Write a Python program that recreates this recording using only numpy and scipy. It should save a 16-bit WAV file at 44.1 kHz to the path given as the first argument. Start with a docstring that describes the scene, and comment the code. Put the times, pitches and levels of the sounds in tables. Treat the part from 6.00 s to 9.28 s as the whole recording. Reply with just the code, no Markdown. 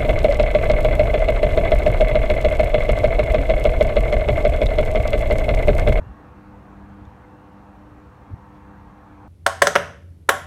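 """A steady buzz from old electrical cabinets in a walled yard, over the wash of distant traffic.
The iron core vibrates on multiples of twice the mains frequency. Light air rumbles on the
hand-held microphone and now and then buffets it; a tiny tick, a rustle and far chirps barely show."""
import sys
import numpy as np
from scipy import signal
from scipy.io import wavfile
from scipy.ndimage import uniform_filter1d

SR = 44100
rng = np.random.default_rng(int(sys.argv[2]) if len(sys.argv) > 2 else 0)


def to_wav(s):
    """Save 16-bit WAV."""
    ch = np.atleast_2d(s).T  # columns
    pcm = np.round(np.clip(ch, -1, 1) * 32767)  # PCM
    wavfile.write(sys.argv[1], SR, pcm.astype(np.int16))


N = 144648
T = np.arange(N) / SR


def amp(db):
    """Decibels to gain."""
    return 10 ** (np.asarray(db) / 20)


def unit(x):
    """Scales to rms 1."""
    return x / np.sqrt(np.mean(x ** 2) + 1e-20)


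def curve(points):
    """Joins (time_s, value) points by straight lines."""
    return np.interp(T, *np.transpose(points))


def zero_phase(x, edges_hz, kind):
    """Butterworth filter run both ways, so the band stays in phase with its source."""
    return signal.sosfiltfilt(signal.butter(2, edges_hz, kind, fs=SR, output="sos"), x)


def wander(top_hz):
    """Slow random motion of rms 1, up to the given rate."""
    knots = np.linspace(0, T[-1], num=N // 256)
    rates = np.geomspace(top_hz / 10, top_hz, num=20)
    motion = sum(np.sin(2 * np.pi * (hz * knots + rng.random())) / np.sqrt(hz) for hz in rates)
    return unit(np.interp(T, knots, motion))


def flutter(top_hz):
    """Quick random change of strength and phase, as a complex gain of rms 1."""
    smooth = signal.butter(2, top_hz, fs=SR, output="sos")
    real, imag = unit(signal.sosfilt(smooth, rng.standard_normal((2, N))))
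    return (real + 1j * imag) / np.sqrt(2)


def noise(spectrum, patchy_db):
    """Noise of rms 1 shaped by (freq_hz, density_db) points, mottled by drifting patches."""
    bin_hz, _, frames = signal.stft(rng.standard_normal(N), SR, nperseg=2048, noverlap=1536)
    freq_hz, density_db = np.transpose(spectrum)
    colour_db = np.interp(np.log(bin_hz + 1), np.log(freq_hz), density_db)
    patches = uniform_filter1d(rng.standard_normal(frames.shape), size=14, axis=0)
    patches = unit(uniform_filter1d(patches, size=10, axis=1))
    frames = frames * amp(colour_db[:, None] + patchy_db * patches)
    return unit(signal.istft(frames, SR, nperseg=2048, noverlap=1536)[1][:N])


def bump(centre_s, peak_db, half_width_s):
    """A bell-shaped envelope."""
    return amp(peak_db) * np.exp(-((T - centre_s) / half_width_s) ** 2)


def blip(centre_s, peak_db, pitch_hz, half_width_s):
    """A short tone that swells and dies away."""
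    return bump(centre_s, peak_db, half_width_s) * np.sin(2 * np.pi * pitch_hz * (T - centre_s))


def cabinet_hum():
    """The core's mains-locked partials, each wavering as the microphone moves among the reflections."""
    # Partials of the iron core: multiple, level_db
    partials = [(1, -58), (2, -53.5), (3, -57.5), (5, -61.5), (7, -81), (8, -72), (9, -65.5), (11, -68),
                (19, -79), (21, -78.5), (23, -84.5), (26, -107.5), (27, -82), (29, -100), (37, -98),
                (40, -98), (42, -94)]
    # Swells of the second and third partials: time_s, gain_db
    second_swell = [(0, -7), (.33, -7), (.45, 4), (1.02, 3.5), (1.17, -7), (1.33, 4.5), (1.48, -4),
                    (1.8, 5.5), (1.89, -4), (2.25, -7), (2.5, -1), (2.62, -3), (2.77, 3), (2.88, -3),
                    (3.27, 0)]
    third_swell = [(0, -5), (.16, 2.5), (.48, 4), (.87, 1), (.97, 5), (1.17, -2), (1.26, 5.5), (1.42, -1),
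                   (1.58, 4), (1.85, 3), (2.1, 2), (2.19, -4), (2.3, 1), (2.7, 3), (3.27, 2.5)]
    hum_hz, waver_hz, waver_db, drift_rad = 100.06, 8, 1.47, 0.17
    swell_db = {2: curve(second_swell), 3: curve(third_swell)}
    hum = np.zeros(N)
    for multiple, db in partials:
        level_db = db + waver_db * wander(waver_hz) + swell_db.get(multiple, 0)
        phase = 2 * np.pi * (multiple * hum_hz * T + rng.random())
        phase += drift_rad * np.sqrt(multiple) * wander(waver_hz)
        scattered = min(0.11 * multiple, 0.5) * flutter(top_hz=12)  # grows with pitch, up to a limit
        hum += np.sqrt(2) * amp(level_db) * ((1 + scattered) * np.exp(1j * phase)).imag
    return hum


def distant_traffic():
    """Tyre roar, dulled by distance and reflected by the walls; its middle and treble come and go."""
    # Colour of the roar in the yard: freq_hz, density_db
    spectrum = [(30, -18), (100, 9), (180, 6.5), (260, 5), (350, 0.5), (460, -2), (590, -3.5), (740, 0.5),
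                (910, 1.7), (1020, 0.5), (1170, -1.5), (1400, -5.5), (1650, -7), (1850, -11.5),
                (2080, -16.5), (2400, -17), (2800, -21), (3050, -24), (4200, -31.5), (5000, -37.5),
                (16000, -73)]
    # Reflections off the yard walls: delay_s, gain_db
    walls = [(0.01, -17), (.023, -21)]
    # Slight swells of the whole roar, its treble and its middle: time_s, gain_db
    swell = [(0, .5), (.7, 0.65), (1.4, -1.1), (2.1, 0), (2.6, -0.5), (3.27, -1)]
    treble_swell = [(0, -1), (.65, -0.6), (1.2, 0), (2.1, -0.8), (2.4, -2), (2.6, -0.5), (3.27, 0.3)]
    mid_swell = [(0, -1), (.7, -0.5), (1.4, -0.2), (2.1, -0.5), (2.5, 1), (2.8, 0), (3.27, -1)]
    level_db = -47.5
    direct = noise(spectrum, patchy_db=1.4)
    reflected = sum(amp(db) * np.roll(direct, round(delay_s * SR)) for delay_s, db in walls)
    roar = unit(direct + reflected)
    treble_change = (amp(curve(treble_swell)) - 1) * zero_phase(roar, 1360, "highpass")
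    mid_change = (amp(curve(mid_swell)) - 1) * zero_phase(roar, (900, 1115), "bandpass")
    return amp(level_db + curve(swell)) * (roar + treble_change + mid_change)


def air_rumble():
    """Light air moving past the microphone makes a low, lumpy rumble."""
    # Colour of the rumble: freq_hz, density_db
    spectrum = [(10, -41), (22, -28), (35, -16.5), (52, 11), (80, 1), (112, -13), (140, -2.5), (200, -21),
                (400, -38.5), (1500, -93)]
    # Rise and fall of the rumble, ahead of the low cut: time_s, level_db
    levels = [(0, -47), (.2, -52), (.3, -46.5), (.45, -48.5), (.7, -48), (.88, -46), (1.1, -47.5),
              (1.3, -54), (1.6, -51), (2.0, -50), (2.2, -46.5), (2.6, -50.5), (2.86, -46), (3.0, -52),
              (3.27, -50)]
    lumps_db, low_cut_hz = 0.44, 32
    envelope = amp(curve(levels) + lumps_db * wander(top_hz=3.9))
    return zero_phase(envelope * noise(spectrum, patchy_db=-0.5), low_cut_hz, "highpass")


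def air_buffets():
    """Air bumps the microphone, each time a soft push with a puff of turbulence."""
    # Pushes on the microphone: centre_s, peak_db, pitch_hz, half_width_s
    buffets = [(0.025, -27, 80, 0.011), (.071, -29.5, 107, .007), (0.108, -31.5, 57.3, .019),
               (1.022, -33, 81, 0.0078), (1.078, -38, 80, 0.0075), (2.305, -37, 260, .004),
               (2.317, -30.5, 92, 0.012), (2.3382, -21.8, 94, 0.0063)]
    # Colour of the turbulence: freq_hz, density_db
    spectrum = [(40, -14), (150, 0), (220, -1), (330, -20), (900, -62), (3000, -120)]
    puff_db = -15  # against each push's peak
    envelope = sum(bump(centre_s, db, half_width_s) for centre_s, db, _, half_width_s in buffets)
    puffs = amp(puff_db) * envelope * noise(spectrum, patchy_db=1.5)
    return puffs + sum(blip(*row) for row in buffets)


def tick(start_s, level_db):
    """A small hard contact that rings very briefly."""
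    # Ringing modes: freq_hz, gain_db, t60_s
    modes = [(3580, 2, 0.021), (4200, -6, .006), (4930, -5, 0.005), (5600, -3, 0.007), (6540, -7, 0.02)]
    age_s = np.maximum(T - start_s, 0)
    return sum(amp(level_db + db - 60 * age_s / t60_s) * np.sin(2 * np.pi * hz * age_s)
               for hz, db, t60_s in modes)


def rustle(centre_s, level_db):
    """A soft, short brush of high noise."""
    # Colour of the rustle: freq_hz, density_db
    spectrum = [(1000, -25), (2800, 0), (3600, -6), (5000, -9), (12000, -25)]
    return bump(centre_s, level_db, half_width_s=0.025) * noise(spectrum, patchy_db=4.0)


def far_chirps():
    """Three faint pips from far off, each on one pitch."""
    # Chirps: centre_s, peak_db, pitch_hz, half_width_s
    chirps = [(.045, -67.5, 2770, .02), (.082, -67.5, 2830, .016), (1.248, -57, 2110, .014)]
    return sum(blip(*row) for row in chirps)


def microphone_hiss(level_db):
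    """The microphone's own faint, steady noise."""
    # Colour of the hiss: freq_hz, density_db
    spectrum = [(1000, -0.5), (4400, 3.5), (4950, -2), (5400, 3), (6600, 1), (7600, -2), (8300, -1),
                (9600, -2), (10400, -7), (11200, -3.5), (13000, -4.5), (15700, -7)]
    return amp(level_db) * noise(spectrum, patchy_db=1.0)


def scene():
    """Everything that reaches the one hand-held microphone in the yard."""
    yard = cabinet_hum() + distant_traffic() + air_rumble() + air_buffets()
    details = tick(start_s=1.053, level_db=-57) + rustle(centre_s=2.555, level_db=-72) + far_chirps()
    return (yard + details)[None]


def record(dry):
    """Adds the microphone's hiss, then cuts the highest treble."""
    edge_hz = 15720
    lowpass = signal.firwin(801, edge_hz, window=("kaiser", 9), fs=SR)
    return signal.oaconvolve(dry + microphone_hiss(level_db=-74), lowpass[None], "same")


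dry = scene()
out = record(dry)
to_wav(out)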